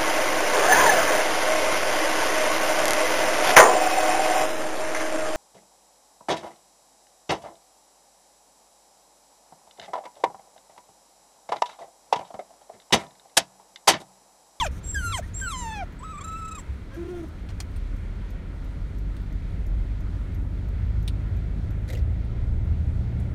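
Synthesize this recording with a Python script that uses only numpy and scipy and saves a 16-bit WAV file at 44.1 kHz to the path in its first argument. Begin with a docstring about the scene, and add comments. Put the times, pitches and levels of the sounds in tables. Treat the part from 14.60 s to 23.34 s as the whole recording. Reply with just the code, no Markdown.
"""A small dog whines in a car from the start: gliding notes from its vocal folds and a thin whistle near 7.5 kHz.
Road rumble, tyre roar and wind hiss, made of shaped noise, run throughout; bumps ring the car body.
Hard hits and an indicator relay, both bursts of noise, join within a second; the tyres roar louder from 1.7 s.
The engine enters at 3.1 s as a stack of sine tones; at 7.3 s the dog snorts in eight quick flaps of noise.
Dog and small hits get a short cabin echo, and a phone close by cuts the highest treble of everything."""
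import sys
import numpy as np
from scipy import signal
from scipy.fft import rfft, irfft
from scipy.io import wavfile
from scipy.ndimage import uniform_filter1d

SR = 44100
rng = np.random.default_rng(int(sys.argv[2]) if len(sys.argv) > 2 else 0)


def transcribe(signal):
    """Save signal, clipped to [-1, 1], as a 16-bit WAV file at the path in sys.argv[1]."""
    frames = np.atleast_2d(signal).T
    limited = np.clip(frames, -1, 1)
    pcm = np.round(limited * 32767).astype(np.int16)
    wavfile.write(sys.argv[1], SR, pcm)


N = 385434
TIME = np.arange(N) / SR  # s
TOP_HZ = 15810  # highest frequency that the phone lets through


def undb(db):
    """Turn a level in dB into a gain."""
    return 10 ** (np.asarray(db) / 20)


def unit(x):
    """Scale a sound to an rms strength of 1."""
    return x / np.sqrt(np.mean(x ** 2))


def shape(points, hz):
    """Read a (frequency [Hz], level [dB]) table at any frequency, along a logarithmic pitch scale."""
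    table_hz, db = np.transpose(points)
    return np.interp(np.log(np.maximum(hz, 1)), np.log(table_hz), db)


def walk(rate):
    """Wander at random: levels held for 1 / rate seconds, then smoothed twice; spread near 1."""
    hold = int(SR / rate)
    steps = np.repeat(rng.standard_normal(N // hold + 1), hold)
    smooth = uniform_filter1d(uniform_filter1d(steps, hold), hold)
    return 1.315 * smooth[:N]


def resonant_noise(size, modes):
    """Noise ringing in hollows (Hz, width Hz, dB), each filtered twice for steep sides; rms 1."""
    white, out = rng.standard_normal(size), 0
    for hz, width, db in modes:
        b, a = signal.iirpeak(min(hz, .45 * SR), hz / width, SR)
        once = signal.lfilter(b, a, white)
        out = out + undb(db) * signal.lfilter(b, a, once)
    return unit(out)


def coloured_noise(points, flicker_db, flicker_rate):
    """Noise with the colour of a table; each octave flickers on its own; rms 1."""
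    hz = np.fft.rfftfreq(N, 1 / SR)
    lowest_hz, highest_hz = points[0][0], points[-1][0]
    spectrum = rfft(rng.standard_normal(N)) * undb(shape(points, hz)) * (hz > lowest_hz)
    octave = np.log2(np.maximum(hz, 1) / lowest_hz)
    out = np.zeros(N)
    for centre in range(int(np.log2(highest_hz / lowest_hz)) + 2):
        band = irfft(spectrum * np.clip(1 - abs(octave - centre), 0, 1), N)
        out += band * undb(flicker_db * walk(flicker_rate))
    return unit(out)


def phrases(tables, edge_s):
    """Glide through the rows of all notes, with a gate that opens for each; touching notes cross-fade."""
    s, *columns = np.transpose(sorted(row for table in tables for row in table))
    gate = np.zeros(N)
    for table in tables:
        start, end = table[0][0], table[-1][0]
        # a note that starts at zero is open at once
        nearest_edge = np.minimum(TIME - start + (start <= 0), end - TIME)
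        gate += np.clip(nearest_edge / edge_s + .5, 0, 1)
    return [np.interp(TIME, s, c) for c in columns], np.minimum(gate, 1)


def add(out, s, sound):
    """Mix a sound in at a given time."""
    i = int(s * SR)
    out[i:i + len(sound)] += sound[:N - i]


def burst(modes, t60_s, rise_s):
    """A puff of ringing noise that rises fast and falls by 60 dB in t60_s."""
    t = np.arange(int(.15 * SR)) / SR
    fade = undb(-60 * t / max(t60_s, .005))
    return resonant_noise(len(t), modes) * np.minimum(t / rise_s, 1) * fade


# how strong the drive sounds: (time [s], rumble level [dB], cabin boom level [dB])
DRIVE_LEVELS = [(0, -32, -65), (1.0, -35, -54), (1.9, -38, -61), (4.26, -32.5, -54), (5.0, -30, -42.5),
                (6.99, -31, -34), (7.45, -32.5, -26), (7.76, -26.5, -35.5), (8.23, -27.5, -29),
                (8.74, -27, -31)]
# colour of the deep rumble: (frequency [Hz], relative level [dB per Hz])
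RUMBLE_COLOUR = [(11, -34), (18, -12), (37, 0), (54, -4), (94, -5.5), (124, -17.5), (170, -20.5),
                 (220, -50), (370, -120)]
# colour of the tyre roar: (frequency [Hz], relative level [dB per Hz])
ROAR_COLOUR = [(76, -41), (130, -9.5), (177, -2), (231, -9), (278, -8.5), (352, -16), (397, -15.5),
               (438, -20.5), (635, -22), (900, -31), (1170, -59), (1980, -120)]
# colour of the wind hiss: (frequency [Hz], relative level [dB per Hz])
HISS_COLOUR = [(290, -1.5), (500, -4), (630, -12), (805, -12.5), (943, -4.5), (1100, -9.5), (1390, -3.5),
               (1560, -8), (2110, -7.5), (2900, -16.5), (3260, -15.5), (4410, -19.5), (4880, -23.5),
               (9060, -29.5), (15700, -41)]
ROLL_OFF_S = 1.73
ROAR_DB, ROAR_DB_PER_S = -46, 1.0  # the tyres roar louder as speed builds
HISS_DB, HISS_FADE_DB_PER_S = -52.5, 0.2055  # the hiss is loudest at the roll-off


def road():
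    """Body rumble, tyre roar and wind at the open window are noise; the cabin air booms near 78 Hz."""
    s, *columns = np.transpose(DRIVE_LEVELS)
    rumble_db, boom_db = (np.interp(TIME, s, c) for c in columns)
    roar_db = ROAR_DB + ROAR_DB_PER_S * np.maximum(TIME - ROLL_OFF_S, 0)
    hiss_db = HISS_DB - HISS_FADE_DB_PER_S * np.abs(TIME - ROLL_OFF_S)
    rumble = undb(rumble_db) * coloured_noise(RUMBLE_COLOUR, 2.06, 6)
    roar = undb(roar_db) * coloured_noise(ROAR_COLOUR, 0.58, 8)
    hiss = undb(hiss_db) * coloured_noise(HISS_COLOUR, 1.34, 12)
    boom = undb(boom_db) * resonant_noise(N, [(77.9, 18.7, 0)])
    return rumble + roar + hiss + boom


# the throat catches and lets go: (time [s], whistle dip [dB], voice dip [dB])
THROAT_CATCHES = [(1.421, 14, 3), (1.571, 11, 6), (1.601, 29, 30), (1.632, 32, 10), (1.667, 26, 16),
                  (1.709, 9.5, 2), (1.811, 6.5, 5), (1.841, 10, 6), (1.871, 18.5, 7), (1.904, 28, 23),
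                  (1.940, 29.5, 17), (1.974, 21.5, -2), (2.446, 13, 18), (2.478, 8.5, 41),
                  (2.623, 14.5, 35)]
CATCH_S = .006  # spread of each catch around its time


def catches():
    """A catch dips whistle and voice (dB); as the throat lets go, slack (near 0 to 1) lingers."""
    whistle_dip, voice_dip, slack = np.zeros((3, N))
    for s, whistle_db, voice_db in THROAT_CATCHES:
        closed = np.exp(-.5 * ((TIME - s) / CATCH_S) ** 2)
        after = np.maximum(TIME - s, 0)
        # pressure held back by the catch makes the release louder
        release = 0.58 * (1 - closed) * (after > 0) * np.exp(-after / 0.023)
        whistle_dip += whistle_db * (release - closed)
        voice_dip -= voice_db * closed ** 4.6
        slack += whistle_db / 30 * np.where(TIME < s, closed, np.exp(-(after / .016) ** 2))
    return whistle_dip, voice_dip, slack


# peaks and dips that throat and cabin put on the voice tones: (frequency [Hz], level [dB])
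VOICE_PATH = [(550, 0.5), (640, 3), (800, -3.5), (930, 0), (1000, -6), (1080, -1.5), (1250, -9), (1370, 3),
              (1510, -2.5), (1650, 1.5), (1830, -5), (2200, 1.5), (2550, 3), (2900, -4), (3150, 4),
              (3500, 2.5), (4000, 0.5)]
MOUTH_DB, MOUTH_OCTAVES = 8, 0.1  # lift and half width of the mouth resonance


def passage(hz, mouth_hz):
    """On its way out, a tone meets the moving mouth resonance and fixed peaks and dips; gain in dB."""
    octaves_off = np.log2(hz / mouth_hz)
    return shape(VOICE_PATH, hz) + MOUTH_DB * np.exp(-.5 * (octaves_off / MOUTH_OCTAVES) ** 2)


# vocal fold notes, one list a note; brightness sets the overtones against the effort:
# (time [s], pitch [Hz], effort [dB], brightness [dB], mouth resonance [Hz])
VOICE_NOTES = [
    [(0, 1190, -37, 1.5, 3500), (.014, 1018, -22, -14, 3100), (.026, 937, -20, -17, 2850),
     (.045, 826, -32, -10.5, 2600), (.058, 674, -30.5, -15, 2700), (.068, 610, -33, 3, 2530),
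     (.085, 495, -40, -29, 2500)],
    [(.346, 1743, -30.5, -19, 4860), (.365, 1625, -27.5, -23.5, 4850), (.4, 1548, -39, -15.5, 5600),
     (.43, 1416, -34.5, -22, 4460), (.518, 1340, -28, -22, 4000), (.532, 1120, -34, -8, 3300),
     (.548, 1054, -29.5, -8, 3150), (.57, 966, -36.5, -10, 2500), (.585, 767, -36, -10, 2340),
     (.6, 597.5, -30.5, -17, 2200)],
    [(.625, 1700, -44, -26, 1700), (.64, 1860, -43, -28, 1860), (.66, 2000, -62, -20, 2000)],
    [(.815, 1580, -37, -27, 3130), (.85, 1553, -33.5, -26, 3100), (.88, 1390, -32.5, -16, 4140),
     (.905, 1306, -31, -19, 3900), (.935, 1063, -31.5, -10.5, 3520), (1.0, 982, -37.5, -6.5, 3560),
     (1.04, 925, -33, -14, 3300), (1.14, 866, -35.5, -9, 2870), (1.18, 829, -32.5, -12, 2780),
     (1.21, 770, -31.5, -14.5, 2400), (1.238, 650, -36.5, -18, 2200)],
    [(1.402, 930, -49, -20, 3000), (1.432, 1040, -36.5, -28, 3100), (1.443, 1271, -35, -31, 3500),
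     (1.52, 1276, -34.5, -26, 3600), (1.537, 1178, -36.5, -29, 2600), (1.58, 1173, -36, -24.5, 2500),
     (1.595, 1297, -29.5, -30, 2700), (1.607, 1106, -36.5, -13.5, 2600), (1.645, 1310, -38, -19.5, 3350),
     (1.75, 1317, -34.5, -26.5, 2800), (1.93, 1312, -35.5, -20, 3200), (1.972, 1249, -35, -23, 3450),
     (2.005, 850, -49, -10, 1970)],
    [(2.315, 519, -57.5, -3.5, 1550), (2.36, 544, -42.5, -12, 1600)],
    [(2.365, 325, -40, -13.5, 1400), (2.389, 339, -33.5, -24, 1380), (2.489, 352, -32.5, -21.5, 1420),
     (2.501, 367, -34, -19, 1450), (2.611, 334, -35.5, -20.5, 1360), (2.648, 320, -35, -21, 1300)],
]
# throat colour for the fourth harmonic and up: (frequency [Hz], level [dB])
THROAT_COLOUR = [(1500, 8), (3200, 8), (4500, 6), (6200, 9), (8000, -29), (10000, 0), (13000, -27),
                 (16000, -26)]
THIRD_DB, UPPER_DB = -5, -12  # third and higher tones against the second
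SLACK_HZ, SLACK_RASP = 561, 0.48  # below this pitch the folds always rasp a little


def voice(whistle_dip, voice_dip, slack):
    """Vocal folds make a stack of harmonic tones; when they rasp, strong and weak cycles alternate."""
    (hz, effort_db, bright_db, mouth_hz), voiced = phrases(VOICE_NOTES, 0.0031)
    # the folds lose their grip when the pitch plunges: nepers a second, rasp starts at 8
    plunge = uniform_filter1d(-np.gradient(np.log(hz)) * SR, SR // 100)
    rasp = np.clip(plunge / 8 - 1, 0, 1)
    rasp = np.maximum(rasp, SLACK_RASP * (hz < SLACK_HZ))
    first_db = effort_db + shape(VOICE_PATH, hz)
    second_db = effort_db + bright_db + passage(2 * hz, mouth_hz)
    third_db = effort_db + bright_db + THIRD_DB + passage(3 * hz, mouth_hz)
    upper_db = effort_db + bright_db + UPPER_DB
    # small pitch tremors, rougher while rasping; slack lowers the pitch
    tremor = 0.00421 * walk(150) + 0.0077 * walk(40) + 0.0124 * rasp * walk(400)
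    hz = hz * (1 + tremor - 0.028 * slack)
    phase = 2 * np.pi * np.cumsum(hz) / SR
    overtones = undb(second_db + 4.6 * walk(59.8)) * np.sin(2 * phase)
    overtones += undb(third_db + 1.0 * walk(62.0)) * np.sin(3 * phase)
    for k in range(4, 18):
        db = upper_db + passage(k * hz, mouth_hz)
        db += shape(THROAT_COLOUR, k * hz) - shape(THROAT_COLOUR, 4 * hz)
        db += (0.061 * bright_db - .6) * (k - 4) + 2.5 * walk(45)
        overtones += (k * hz < TOP_HZ) * undb(db) * np.sin(k * phase)
    overtones *= 1 + 0.47 * rasp * np.sin(phase / 2)
    first = undb(first_db + voice_dip + 1.0 * walk(61.23)) * np.sin(phase)
    sound = voiced * (first + undb(0.52 * whistle_dip) * overtones)
    return sound, hz, phase, voiced, rasp


# stretches of air noise: (start time [s], end time [s], level at start [dB], level at end [dB])
AIR_STRETCHES = [(0, 0.081, -44, -55), (.11, .2, -58, -62), (0.227, 0.608, -58, -57),
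                 (0.624, 0.703, -58, -63), (.78, 1.25, -61, -67), (1.403, 2.023, -69, -63),
                 (2.332, 2.696, -70, -68.5)]
# hollows that colour the air noise: (frequency [Hz], width of one filter pass [Hz], level [dB])
AIR_HOLLOWS = [(1680, 770, -4), (3200, 2400, -6.5), (5930, 2100, -3), (8840, 1400, -4), (12700, 2000, -11)]
AIR_EDGE_S, RASP_AIR_DB = 0.012, 8  # the air turns louder while the folds rasp


def air_noise(rasp, whistle_dip):
    """Each stretch of air noise, coloured by hollows, fades in, slides between two levels and fades out."""
    gain = np.zeros(N)
    for start, end, start_db, end_db in AIR_STRETCHES:
        nearest_edge = np.minimum(TIME - start + (start <= 0), end - TIME)
        gate = np.clip(nearest_edge / AIR_EDGE_S + .5, 0, 1)
        gain += gate ** 2 * undb(np.interp(TIME, [start, end], [start_db, end_db]))
    level_db = RASP_AIR_DB * rasp + 0.68 * whistle_dip + 2.5 * walk(50)
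    return gain * undb(level_db) * resonant_noise(N, AIR_HOLLOWS)


# whistle notes, one list a note; side lines are set against the whistle:
# (time [s], pitch [Hz], level [dB], side line level [dB])
WHISTLE_NOTES = [
    [(.012, 7700, -41, 4), (.022, 7570, -43, -12), (.05, 7200, -36, -4), (.072, 6900, -64, 4)],
    [(.228, 6900, -73, -12), (.245, 7550, -45.5, -25), (.31, 7610, -31.5, -35), (.328, 7480, -48, -32),
     (.345, 7500, -30.5, -22), (.36, 7720, -48, -2), (.45, 7630, -46.5, 1), (.495, 7540, -37, -10),
     (.54, 7400, -50.5, 4), (.585, 7040, -39.5, 2), (.596, 7340, -56, -3)],
    [(.733, 6170, -68, -12), (.745, 7240, -40.5, -33), (.757, 7590, -37.5, -31), (.813, 7440, -30.5, -26),
     (.826, 7670, -42, -18), (.87, 7720, -38.5, -17), (.93, 7600, -48, 1.5), (.95, 7370, -46, -9),
     (.99, 7300, -41.5, -9), (1.08, 7170, -48.5, -1.5), (1.19, 7200, -71, 5)],
    [(1.392, 7950, -50, -20), (1.41, 7950, -62, -22), (1.44, 7900, -58, -21), (1.53, 7800, -62, -21),
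     (1.6, 7900, -50.5, -11), (1.7, 7600, -54, -19), (1.78, 7650, -57.5, -8), (1.88, 7900, -51.5, -11),
     (2.005, 7720, -51, -26)],
]
# upper side lines win over a high voice, lower ones over a low voice
BALANCE_HZ, ABOVE_DB_PER_OCTAVE = 1340, 12


def whistle(hz, phase, voiced, whistle_dip, slack):
    """A thin tone whose air flow the voice chops, adding side lines one voice pitch apart."""
    (thin_hz, thin_db, side_db), whistling = phrases(WHISTLE_NOTES, 0.0054)
    lean_db = np.clip(ABOVE_DB_PER_OCTAVE * np.log2(hz / BALANCE_HZ), -9, 9) / 2
    below_db, above_db = side_db - lean_db, side_db + lean_db
    thin_db = thin_db + 1.34 * walk(40.26)
    thin = 2 * np.pi * np.cumsum(thin_hz * (1 + 0.0044 * walk(200) - 0.1 * slack)) / SR
    air = resonant_noise(N, [(5970, 750, 0.00038), (8700, 2700, 0.001)])
    sound = np.sin(thin) + undb(-36) * np.sin(2 * thin) + undb(-23) * air
    # side lines 1 to 4 voice pitches away; the last line lies below the whistle's octave
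    for k, far_db in ((1, -2.5), (2, -11), (3, -13), (4, -35)):
        lower_db = below_db + 1.95 * far_db + 4.8 * walk(38.8)
        upper_db = above_db + far_db + 4.7 * walk(40.7)
        octave_db = below_db + 0.17 * far_db - 25 + 4.3 * walk(40.3)
        sound += voiced * undb(lower_db) * np.sin(thin - k * phase)
        sound += voiced * undb(upper_db) * np.sin(thin + k * phase)
        sound += voiced * undb(octave_db) * np.sin(2 * thin - k * phase)
    return whistling * undb(thin_db + whistle_dip) * sound


def whine():
    """Voice and whistle share one throat; its catches and rasp shape them and the air noise together."""
    whistle_dip, voice_dip, slack = catches()
    sung, hz, phase, voiced, rasp = voice(whistle_dip, voice_dip, slack)
    whistled = whistle(hz, phase, voiced, whistle_dip, slack)
    # sqrt(2) makes the tone levels count as rms
    return np.sqrt(2) * (sung + whistled) + air_noise(voiced * rasp, whistle_dip)


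# the wheels cross a joint in the road: (time [s], level [dB])
ROAD_JOINTS = [(0.063, -28), (.35, -23), (2.072, -23.5), (3.139, -28.5)]
# tones of the car body: (frequency [Hz], level [dB], time to fall 60 dB [s])
BODY_TONES = [(66.8, 4, 0.4), (100.3, -4, 0.27)]


def bumps():
    """Each joint sets the car body ringing: two low sine tones that die away."""
    out, t = np.zeros(N), np.arange(SR // 2) / SR
    ring = np.zeros(len(t))
    for hz, db, t60_s in BODY_TONES:
        ring += undb(db - 60 * t / t60_s) * np.sin(2 * np.pi * hz * t)
    for s, db in ROAD_JOINTS:
        add(out, s, undb(db) * ring * np.minimum(t / 0.033, 1))
    return out


# hard things clack and tick, and a short squeaky hit comes near 8.7 kHz at 8.6 s;
# thud and sparkle are set against the level, all before fixed lifts:
# (time [s], level [dB], centre [Hz], thud [dB], sparkle [dB], time to fall 60 dB [s])
SMALL_HITS = [(0.7998, -61, 3120, 14, -9, 0.022), (2.888, -62, 4050, 11, -24, 0.069),
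              (2.9023, -62.5, 3810, 10.5, -24, 0.054), (3.0019, -33.5, 5130, -7, -13, 0.035),
              (4.565, -56, 3600, -2, -7, 0.043), (3.161, -57, 2510, -2, -0.5, 0.046),
              (6.477, -33.5, 3200, -16, -12.5, 0.047), (8.598, -59, 8700, -24, -14, 0.05)]


def small_hits():
    """Clacks, ticks and a squeaky hit: noise of thud, centre and sparkle; cloth and plastic rustle at random."""
    out = np.zeros(N)
    for s, db, hz, thud_db, sparkle_db, t60_s in SMALL_HITS:
        centre = burst([(hz, 0.71 * hz, 0), (3400, 1200, -5)], t60_s, 0.0017)
        thud = burst([(1730, 4200, 0), (1010, 720, -2)], t60_s, 0.0012)
        sparkle = burst([(9100, 1600, 8), (12800, 4200, -1.5)], t60_s, 0.00065)
        add(out, s, undb(db + 3.5) * centre)
        add(out, s, undb(db + thud_db + 6.5) * thud)
        add(out, s, undb(db + sparkle_db + 6.5) * sparkle)
    for when, size, tone in rng.random((40, 3)):
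        rustle = burst([(6000 + 7000 * tone, 4000, 0)], 0.04, .003)
        add(out, 2.7 + 6 * when, undb(-73.5 + 12 * size) * rustle)
    return out


# strong and weak click by turns: (strong level [dB], weak level [dB])
RELAY_LEVELS = (-55, -58.5)
RELAY_S, RELAY_PERIOD_S = .9812, .3402  # first click, and time from click to click


def relay():
    """The indicator relay ticks on and off at a steady pace, 19 bright clicks in all."""
    out = np.zeros(N)
    for k in range(19):
        click = burst([(12800, 2900, -2), (6340, 2200, -2)], 0.047, 0.0027)
        add(out, RELAY_S + k * RELAY_PERIOD_S, undb(RELAY_LEVELS[k % 2]) * click)
    return out


# engine speed and load: (time [s], firing rate [Hz], load [dB])
ENGINE_RUN = [(3.12, 37.44, 1), (3.26, 39.44, 4.5), (3.45, 40.52, -4.5), (4.33, 48.5, 0),
              (6.05, 48.73, 1.5), (6.23, 52.18, 2), (7.0, 52.58, 1), (7.5, 55.05, -0.5), (8.3, 58.5, -4.5),
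              (8.74, 57.74, -3.5)]
# multiples 1-3 of the firing rate: (level at 50.5 firings a second [dB], rise [dB per Hz])
FIRING_ORDERS = [(-31.5, 0.2), (-38, 1.2), (-47, 0.38)]


def engine():
    """Regular firing makes sine tones at one, two and three times the firing rate."""
    (hz, load_db), running = phrases([ENGINE_RUN], 0.037)
    phase = 2 * np.pi * np.cumsum(hz * (1 + .004 * walk(5))) / SR
    out = np.zeros(N)
    for order, (db, rise) in enumerate(FIRING_ORDERS, 1):
        level_db = load_db + db + rise * (hz - 50.5) + 0.81 * walk(7.3)
        out += undb(level_db) * np.sin(order * phase)
    return np.sqrt(2) * running * out


# the snort, flap by flap, before fixed cuts: (time [s], level [dB])
SNORT_FLAPS = [(7.278, -37.5), (7.2873, -32.5), (7.3008, -27.5), (7.3254, -35.5), (7.3317, -30),
               (7.3503, -33), (7.3714, -35), (7.3884, -41.5)]
# hollows of the snout: (frequency [Hz], width of one filter pass [Hz], level [dB])
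SNOUT_HOLLOWS = [(2170, 550, 11.5), (3650, 2500, 2), (5700, 2700, -4), (12200, 2200, -6)]
FLAP_T60_S, FLAP_SPREAD = 0.05, 0.11  # each flap rings the snout a little higher or lower


def snort():
    """Air forced out past flapping nostrils; each flap also knocks the hollow of the snout."""
    out = np.zeros(N)
    for s, db in SNORT_FLAPS:
        snout = []
        for hz, width, gain_db in SNOUT_HOLLOWS:
            shift = np.exp(FLAP_SPREAD * rng.standard_normal())
            snout.append((hz * shift, width, gain_db))
        add(out, s, undb(db - 8) * burst(snout, FLAP_T60_S, 0.00088))
        knock = burst([(480, 170, 0)], 1.5 * FLAP_T60_S, 0.0053)
        add(out, s, undb(db - 3.5) * knock)
    return out


CABIN_T60_S, CABIN_DB = 0.06, -11  # time for the echo to fall 60 dB, and its level


def cabin(x):
    """Glass and seats give a short, dense echo: noise that dies away."""
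    t = np.arange(int(.2 * SR)) / SR
    tail = rng.standard_normal(len(t)) * undb(-60 * t / CABIN_T60_S) * (t > .002)
    tail /= np.sqrt(np.sum(tail ** 2))
    return x + undb(CABIN_DB) * signal.fftconvolve(x, tail)[:N]


def scene():
    """Dog and small hits echo in the cabin, over the sounds of the drive."""
    inside = cabin(whine() + small_hits() + relay() + snort())
    return (inside + road() + bumps() + engine())[None]


def record(dry):
    """The phone cuts the top with a steep low-pass filter."""
    low_pass = signal.ellip(14, .2, 90, TOP_HZ, fs=SR, output="sos")
    return signal.sosfilt(low_pass, dry)


dry = scene()
out = record(dry)
transcribe(out)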